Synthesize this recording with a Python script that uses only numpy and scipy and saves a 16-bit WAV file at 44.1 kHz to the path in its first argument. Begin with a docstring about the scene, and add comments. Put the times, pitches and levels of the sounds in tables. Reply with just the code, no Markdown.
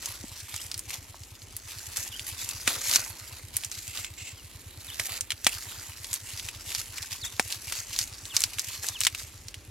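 """Outdoors at a stand of dry reeds, leaves are pulled, broken and folded into a bundle by hand.
Blades scrape and crackle by stick-slip friction; breaking ribs ring and crack, thick stalks knock.
One leaf is torn out with a low crunch and others scrape hollowly along a stalk. A small bird whistles
in falling glides now and then, and far away a slow engine, probably a one-cylinder pump, thumps
steadily as filtered pulses. Coloured noise makes the outdoor rumble and the faint hiss of the reed bed."""
import sys
import numpy as np
from scipy import signal
from scipy.fft import rfft, irfft
from scipy.io import wavfile
from scipy.ndimage import uniform_filter1d, map_coordinates

SR = 44100
rng = np.random.default_rng(int(sys.argv[2]) if len(sys.argv) > 2 else 0)


def generate_wav(sig):
    """Save sig (samples, or channels by samples) to the path in sys.argv[1] as 16-bit PCM at SR."""
    pcm = np.round(np.clip(np.atleast_2d(sig).T, -1, 1) * 32767).astype(np.int16)
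    wavfile.write(sys.argv[1], SR, pcm)


N = 427769
TIME = np.arange(N) / SR


def from_db(db):
    """Level to amplitude: 20 dB is a factor of ten."""
    return 10 ** (np.asarray(db) / 20)


def rms_one(x):
    """Normalization to unit root-mean-square."""
    return x / np.sqrt(np.mean(x ** 2) + 1e-20)


def band(x, low_hz, high_hz, order=2):
    """Causal Butterworth band-pass."""
    sos = signal.butter(order, [low_hz, min(high_hz, .45 * SR)], "band", fs=SR, output="sos")
    return signal.sosfilt(sos, x)


def colour(x, points, size=4096):
    """Minimum-phase filtering: the folded cepstrum of a (frequency [Hz], gain [dB]) table is causal."""
    hz, db = np.transpose(points)
    grid = np.maximum(np.arange(size // 2 + 1) * SR / size, 1)
    gain_db = np.interp(np.log(grid), np.log(hz), db)
    cepstrum = irfft(np.log(from_db(gain_db)))
    cepstrum[1:size // 2] *= 2
    cepstrum[size // 2 + 1:] = 0
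    impulse_response = irfft(np.exp(rfft(cepstrum)))
    return signal.fftconvolve(x, impulse_response)[:len(x)]


# sideways scattering by the stalks: (frequency [Hz], gain of side against mid [dB])
SCATTER_WIDTH = [(80, -14.5), (300, -7.5), (4000, -8.5), (9000, -1.5)]


def stereo(mid, side):
    """Mid-side stereophony: direct sound in the middle, scattered sound in antiphase."""
    return mid + colour(side, SCATTER_WIDTH) * np.array([[1], [-1]])


def drift(rate):
    """Slow random modulation: chance values, `rate` per second, joined by lines; rms 1."""
    knots = rng.standard_normal(int(N / SR * rate) + 2)
    return rms_one(np.interp(TIME * rate, np.arange(len(knots)), knots))


def add(out, s, db, sound):
    """Equal-energy scaling: the mid of a short sound gets the energy of 15 ms at the given level."""
    at = int(s * SR)
    level = np.sqrt(np.sum(sound[0] ** 2) / (.015 * SR))
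    out[:, at:at + sound.shape[1]] += from_db(db) * sound / level


# time constants: a stroke takes hold quickly; the leaves settle after it
ATTACK_S, RELEASE_S = 0.0053, 0.018


def stroke(start, length, swell_db=0):
    """Exponential rise and decay around a hold whose level swells or fades linearly in dB with the pull."""
    held = np.clip(TIME - start, 0, length)
    before = np.maximum(start - TIME, 0) / ATTACK_S
    after = np.maximum(TIME - start - length, 0) / RELEASE_S
    swell = np.log(10) / 20 * swell_db * (held / length - .5)
    return np.exp(swell - np.minimum(before + after, 20))


def fracture(tear_s, first_crack, scatter_db, scatter_s, size=2600):
    """Impulsive release of strain: a first crack, then tearing fibres and scattering stalks; mid and side."""
    age = TIME[:size]
    fibres = rng.standard_normal((2, size)) * from_db(2 * rng.standard_normal(size))
    force = fibres * (np.exp(-age / tear_s) + from_db(scatter_db) * np.exp(-age / scatter_s))
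    force[0, 0] = first_crack
    return force


CONTACT_S = .2   # how long one leaf keeps rubbing on another


def rustle(spectrum, slips_per_s, size_db, clump_db, splinter_s, rub, low_hz, high_hz, count=9):
    """Stick-slip friction: dry edges catch and slip, each brief contact rings at a new pitch; mid level 1."""
    span = int(CONTACT_S * SR)
    age = TIME[:512]
    starts = np.arange(0, N + span, span // count)

    # random slips over steady rubbing, gathered into clumps
    sizes = from_db(size_db * np.minimum(rng.exponential(1, N), 2.6)) * rng.choice([-1, 1], N)
    slips = rms_one(sizes * (rng.random(N) < slips_per_s / SR))
    rubbing = rub * rng.standard_normal(N)
    clumps = from_db(clump_db * np.tanh(drift(65)))
    friction = np.pad((slips + rubbing) * clumps, span)
    leaf_of = rng.integers(0, count, len(friction))

    # each contact draws its pitch from one of `count` steps between low_hz and high_hz
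    step = (np.arange(len(starts)) % count + rng.random(len(starts))) / count
    pitches = low_hz * (high_hz / low_hz) ** step[:, None, None]
    decay = np.exp(-age / splinter_s) + 0.16 * np.exp(-age / 0.0059)
    splinters = rng.standard_normal((len(starts), 2, len(age))) * decay
    resonances = np.exp(-age * pitches / 2) * np.cos(2 * np.pi * pitches * age)
    rings = signal.fftconvolve(splinters, resonances, axes=2)[..., :len(age)]

    sound = np.zeros((2, len(friction) + len(age)))
    pressure = np.sin(np.linspace(0, np.pi, span))
    for k, at in enumerate(starts):
        push = pressure * friction[at:at + span] * (leaf_of[at:at + span] == k % count)
        response = rms_one(splinters[k]) + .5 * rms_one(rings[k])
        sound[:, at:at + span + len(age) - 1] += signal.fftconvolve(push[None], response, axes=1)
    mid, side = (colour(part, spectrum) for part in sound[:, span:span + N])
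    # the hand, not the single slip, sets the strength of a stroke
    running_power = uniform_filter1d(mid ** 2, int(.07 * SR))
    return stereo(mid, side) / np.sqrt(running_power + 1e-12)


# where the hands work: (time [s], reach [0 in front to 1 well to the right])
HAND_REACH = [(.5, 0.31), (3.5, 0.45), (5.1, 1), (6.5, 0.21)]


def hand_reach():
    """Source position as a function of time, by linear interpolation."""
    return np.interp(TIME, *np.transpose(HAND_REACH))


AIR_DB = -54.5   # about which the level drifts
# colour of the outdoor air: (frequency [Hz], relative density [dB per Hz])
AIR_COLOUR = [(24, -27), (42, 3), (90, -1), (170, -13), (310, -9.5), (450, -15), (1500, -23.5), (2500, -19),
              (11500, -34.5), (16000, -48)]


def air():
    """Broadband noise with a steep spectrum: far outdoor rumble and the faint hiss of the reed bed."""
    mid, side = (rms_one(colour(white, AIR_COLOUR)) for white in rng.standard_normal((2, N)))
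    return from_db(AIR_DB + 0.96 * drift(6.8)) * stereo(mid, side)


BLADE_TRIM_DB, SHEATH_TRIM_DB = 1, 0.5   # added to the tabled levels
BRUSHING_SHEATH_DB = -10.5   # against the blades, before the trims
# held leaves brush the stand and the clothes: (time [s], blade level before trim [dB])
BRUSHING_LEVEL = [(0.0, -47), (1.35, -54.5), (2.3, -45), (3.45, -53), (5.35, -53), (5.8, -48), (8.9, -47),
                  (9.35, -53), (9.7, -59.5)]
# leaf over leaf: (start [s], length [s], blade level midway before trim [dB],
#                  sheaths against blades before trim [dB], swell from start to end [dB])
LEAF_STROKES = [(0.025, 0.12, -42.5, -8.5, -4), (0.295, 0.11, -49.5, -13.0, 11),
                (0.485, 0.18, -44.5, -13, 3), (0.884, 0.069, -41, -12.5, 6), (1.673, 0.39, -47, -11.5, -5),
                (1.962, 0.11, -38.5, -13, -7.5), (2.27, 0.032, -38.5, -21, -3),
                (2.388, 0.27, -42, -13.5, -7.5), (2.675, 0.16, -37, -8.0, -16.5),
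                (2.809, 0.144, -31, -15, 13.5), (2.958, 0.17, -39.5, -7.5, -15),
                (3.166, 0.23, -49.5, -6.5, -2), (3.54, 0.12, -45, -11, 0), (3.715, 0.22, -45, -16, -8),
                (3.955, 0.083, -40.5, -11.5, -9), (4.804, 0.17, -48, -10.5, 6.5),
                (4.994, 0.18, -38.5, -10, -0.5), (5.443, 0.1, -39.5, -13, 7), (5.566, 0.33, -46, -8, -6),
                (6.021, 0.14, -47.5, -12.5, 14), (6.265, 0.22, -44.5, -15.5, -1.5),
                (6.666, 0.15, -38.5, -15.5, 5), (6.936, 0.11, -44.5, -7.5, 2),
                (7.107, 0.022, -40, -16.5, 15), (7.234, 0.018, -43.5, -10, 18.5),
                (7.397, 0.15, -43, -14.5, 12.5), (7.644, 0.16, -40, -14.5, 8),
                (7.897, 0.14, -38.5, -21.5, 5.5), (8.344, 0.14, -42, -9.5, -12.5),
                (8.532, 0.23, -42.5, -15.5, 5.5), (8.833, 0.15, -44.5, -9.5, -25),
                (9.012, 0.041, -36, -19, -3), (9.159, 0.065, -43, -12, 2)]
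# colour of the thin blades: (frequency [Hz], relative density [dB per Hz])
BLADE_COLOUR = [(900, -33), (1900, -2.5), (2600, -1.5), (3200, -5), (4600, 0), (7500, 1), (9000, -4.5),
                (11900, -0.5), (13000, -7.5), (16000, -17.5)]
# colour of the stiffer sheaths: (frequency [Hz], relative density [dB per Hz])
SHEATH_COLOUR = [(130, -7), (550, 3.5), (2100, 3), (3500, -5.5), (8000, -12)]
# leaves of the stand, to the right, hiss higher than the bundle: (frequency [Hz], gain [dB])
STANDING_COLOUR = [(4000, 1.5), (5500, -3), (15000, 4.5)]


def reeds():
    """Friction excitation: each hand stroke drives fine crackle in blades and a coarser rasp in sheaths."""
    blade_power = from_db(np.interp(TIME, *np.transpose(BRUSHING_LEVEL))) ** 2
    sheath_power = blade_power * from_db(BRUSHING_SHEATH_DB) ** 2
    for start, length, db, sheath_db, swell_db in LEAF_STROKES:
        power = (from_db(db) * stroke(start, length, swell_db)) ** 2
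        blade_power += power
        sheath_power += power * from_db(sheath_db) ** 2

    blades = rustle(BLADE_COLOUR, slips_per_s=520, size_db=3.5, clump_db=3.0, splinter_s=0.00095,
                    rub=0.84, low_hz=2555, high_hz=10800)
    standing = np.array([colour(ear, STANDING_COLOUR) for ear in blades])
    reach = hand_reach()
    blades = (1 - reach) * blades + reach * standing
    sheaths = rustle(SHEATH_COLOUR, slips_per_s=600, size_db=5.0, clump_db=4.0, splinter_s=0.00087,
                     rub=0.64, low_hz=839, high_hz=3000)
    blades = blades * np.sqrt(blade_power) * from_db(BLADE_TRIM_DB)
    return blades + sheaths * np.sqrt(sheath_power) * from_db(SHEATH_TRIM_DB)


# thicker ribs ring lower and crack harder: crack equals ring at this pitch
EVEN_CRACK_HZ, CRACK_DB_PER_OCTAVE = 2440, -7.5
# breaks of leaf ribs and stalks: (time [s], ring level of the broken piece [dB], ring band centre [Hz])
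RIB_BREAKS = [(.0584, -33.5, 6530), (0.541, -46, 1240), (.5628, -36, 6960), (0.7155, -35.5, 4680),
              (.7431, -36, 4860), (.7784, -39.5, 9000), (.793, -35.5, 8200), (0.905, -41.5, 2200),
              (1.235, -49, 4500), (1.419, -50, 4260), (1.5663, -35, 10180), (1.97, -30.5, 7700),
              (2.1948, -38, 3470), (2.49, -32.5, 7300), (2.6761, -25.5, 2100), (2.8142, -40, 5770),
              (2.9133, -28, 4940), (2.937, -27, 6000), (2.9589, -18, 6160), (3.5675, -25, 9350),
              (3.6362, -39, 3380), (3.6476, -34, 7100), (3.7156, -37.5, 6000), (3.8788, -39.5, 7100),
              (3.974, -38, 3660), (4.046, -38, 2500), (4.9969, -30.5, 2110), (5.209, -29.5, 7100),
              (5.305, -30, 3200), (5.319, -33, 2880), (5.4457, -30.5, 6520), (5.467, -20, 2440),
              (6.045, -40, 4100), (6.1309, -30, 7400), (6.14, -30, 8300), (6.375, -41, 4900),
              (6.397, -39, 3440), (6.4872, -38, 2770), (6.719, -41.5, 2830), (6.7494, -30, 4940),
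              (6.9819, -37.5, 2510), (7.027, -39, 4620), (7.3961, -27.5, 2140), (7.5245, -33, 4700),
              (7.723, -40, 1140), (7.963, -36, 4200), (7.989, -25, 5300), (8.014, -33.5, 4980),
              (8.2545, -41, 4300), (8.3665, -20, 5530), (8.4056, -29.5, 8080), (8.419, -30, 6700),
              (8.4382, -22, 4970), (8.585, -37.5, 2300), (8.595, -28, 6040), (8.8866, -29, 6240),
              (9.0058, -27, 7700), (9.0135, -33, 3000), (9.0357, -29.5, 4600), (9.05, -26.5, 4600),
              (9.0682, -22.5, 2700), (9.1483, -37, 2600), (9.484, -41, 5300), (9.5427, -42.5, 2920)]


def snaps():
    """Brittle fracture: a short ring of the broken piece and a broad crack that grows with thickness."""
    out = np.zeros((2, N + SR))
    for s, ring_db, ring_hz in RIB_BREAKS:
        crack_db = ring_db + CRACK_DB_PER_OCTAVE * np.log2(ring_hz / EVEN_CRACK_HZ)
        crack = fracture(tear_s=0.0053, first_crack=3.3, scatter_db=-8, scatter_s=0.0048)
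        ring = fracture(tear_s=0.0017, first_crack=10.1, scatter_db=-9, scatter_s=0.0098)
        add(out, s, crack_db, band(crack, 1760, 9700))
        add(out, s, ring_db, band(ring, ring_hz / 1.2, ring_hz * 1.2, order=1))
    return stereo(*out[:, :N])


FIRINGS_PER_S, FIRST_FIRING_S = 8.969, .0885


def engine(level_db, low_hz, high_hz, dull_hz):
    """Periodic pulse excitation: one exhaust puff per firing, of which only the bass carries this far."""
    times = np.arange(FIRST_FIRING_S, N / SR - .01, 1 / FIRINGS_PER_S)
    times = times + rng.normal(0, .0008, len(times))
    puffs = np.zeros(N)
    puffs[(times * SR).astype(int)] = -from_db(rng.normal(0, 1, len(times)))
    bass = band(puffs + 1e-18, low_hz, high_hz)
    thumps = signal.sosfilt(signal.butter(2, dull_hz, fs=SR, output="sos"), bass)
    return from_db(level_db) * rms_one(thumps)


LOW_MODE_HZ, UPPER_MODE_HZ = 246, 820   # band centres of a thick stalk's modes
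# thick stalks giving way or being bumped:
# (time [s], level [dB], power share of the upper mode before the last filter [0-1])
STALK_KNOCKS = [(0.239, -40, 0), (1.144, -48.5, 1), (2.677, -35.5, 0.25), (2.957, -43, 0.4),
                (4.9974, -44, 1), (5.467, -28.5, 0.93), (7.3968, -25.5, 0.94)]


def knocks():
    """Modal excitation: a blow on a thick stalk sounds dully in two damped modes."""
    out = np.zeros((2, N + SR))
    for s, db, upper in STALK_KNOCKS:
        force = fracture(tear_s=0.0024, first_crack=25.0, scatter_db=-2, scatter_s=0.006)
        low = rms_one(band(force, LOW_MODE_HZ / 1.45, LOW_MODE_HZ * 1.45, order=1))
        high = rms_one(band(force, UPPER_MODE_HZ / 1.45, UPPER_MODE_HZ * 1.45, order=1))
        # a harder blow favours the upper mode and reaches higher
        top_hz = 500 + 1300 * upper
        blend = np.sqrt(1 - upper) * low + np.sqrt(upper) * high
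        add(out, s, db, band(blend, 130, top_hz))
    return stereo(*out[:, :N])


FALL_S, SWING_S = 0.039, 0.0207   # a call falls to its lowest note, swings up and hooks over
# calls, pitches before smoothing: (time of the lowest note [s], first pitch [Hz], lowest pitch [Hz],
#                                   swing back up [Hz], level before wavering [dB])
BIRD_CALLS = [(0.589, 3910, 2570, 850, -44.5), (2.14, 3900, 2800, 480, -40), (2.402, 3700, 3350, 640, -42),
              (4.403, 3400, 2800, 0, -50), (4.903, 4770, 2820, 1000, -39), (7.246, 4950, 3230, 580, -34),
              (8.332, 3900, 2670, 0, -39), (8.975, 3920, 2580, 0, -38)]


def bird():
    """Frequency modulation: wavering sine glides fall, often swing up, and echo faintly from the reed bed."""
    out = np.zeros(N)
    for s, first_hz, low_hz, swing_hz, db in BIRD_CALLS:
        end_s = 2 * SWING_S if swing_hz > 100 else SWING_S / 2
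        age = np.arange(-FALL_S, end_s, 1 / SR)
        corners_hz = [first_hz, low_hz, low_hz + swing_hz, low_hz]
        pitch = np.interp(age, [-FALL_S, 0, SWING_S, 2 * SWING_S], corners_hz)
        pitch = uniform_filter1d(pitch, int(SWING_S / 2 * SR))
        envelope = np.abs(np.sin(np.pi * np.linspace(0, 1, len(age)) ** 1.15)) ** 0.82
        whistle = np.sin(2 * np.pi * np.cumsum(pitch) / SR) * envelope
        at = int((s - FALL_S) * SR)
        out[at:at + len(whistle)] += from_db(db) * whistle
    out *= from_db(2 * drift(160))
    # one echo for each channel
    echoes = np.array([np.interp(TIME - lag_s, TIME, out) for lag_s in (.031, .043)])
    return out + from_db(-14) * echoes


TEAR_START_S, TEAR_LENGTH_S = 2.69, 0.41
TEAR_DB, TEAR_SWELL_DB = -54, -17   # midway level; change from start to end
# colour of the low crunch: (frequency [Hz], relative density [dB per Hz])
CRUNCH_COLOUR = [(110, -12), (400, -8), (1500, -10)]


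def tear():
    """Successive fibre rupture: thick fibres part in a fading crunch as a leaf is torn out at its base."""
    fibres = rustle(CRUNCH_COLOUR, slips_per_s=470, size_db=0.0, clump_db=-2.0, splinter_s=0.0022,
                    rub=1.0, low_hz=248, high_hz=820, count=4)
    return from_db(TEAR_DB) * stroke(TEAR_START_S, TEAR_LENGTH_S, TEAR_SWELL_DB) * fibres


# a leaf slides along a stalk: (start [s], length [s], level [dB])
STALK_SCRAPES = [(3.87, 0.21, -47), (4.18, 0.14, -43.5), (9.085, 0.21, -55.5)]
# resonances of the leaf in a hollow scrape: (frequency [Hz], relative density [dB per Hz])
SCRAPE_COLOUR = [(1700, -17), (2150, 1.5), (2370, -8), (2650, 4.5), (3150, -7), (6300, -8), (7600, 1),
                 (9500, -22)]


def scrapes(flutter_db):
    """Friction noise through resonances: uneven grains of catch and slip excite one leaf."""
    grains = from_db(flutter_db * drift(150))
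    mid, side = (rms_one(colour(white * grains, SCRAPE_COLOUR)) for white in rng.standard_normal((2, N)))
    strength = sum(from_db(db) * stroke(start, length) for start, length, db in STALK_SCRAPES)
    return strength * stereo(mid, side)


def scene():
    """Interaural time and level difference: reaching right makes the near sounds later and weaker at left."""
    left, right = reeds() + tear() + snaps() + knocks() + scrapes(flutter_db=2.5)
    reach = hand_reach()
    delay_s = reach * 3.5e-5
    left = map_coordinates(left, [np.arange(N) - delay_s * SR], order=3)
    # at full reach the left loses 1 dB and the right gains 1 dB
    near = np.array([left, right]) * from_db(1.0 * reach * np.array([[-1], [1]]))
    far_engine = engine(level_db=-51, low_hz=77.3, high_hz=116.8, dull_hz=131)
    return near + bird() + far_engine + air()


CUTOFF_HZ = 16000


def record(dry):
    """Overload and band limiting: peaks beyond 0.8 are clipped, then a steep low-pass cuts the top."""
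    low_pass = signal.ellip(10, .2, 80, CUTOFF_HZ, fs=SR, output="sos")
    return signal.sosfilt(low_pass, np.clip(dry, -.8, .8))


dry = scene()
out = record(dry)
generate_wav(out)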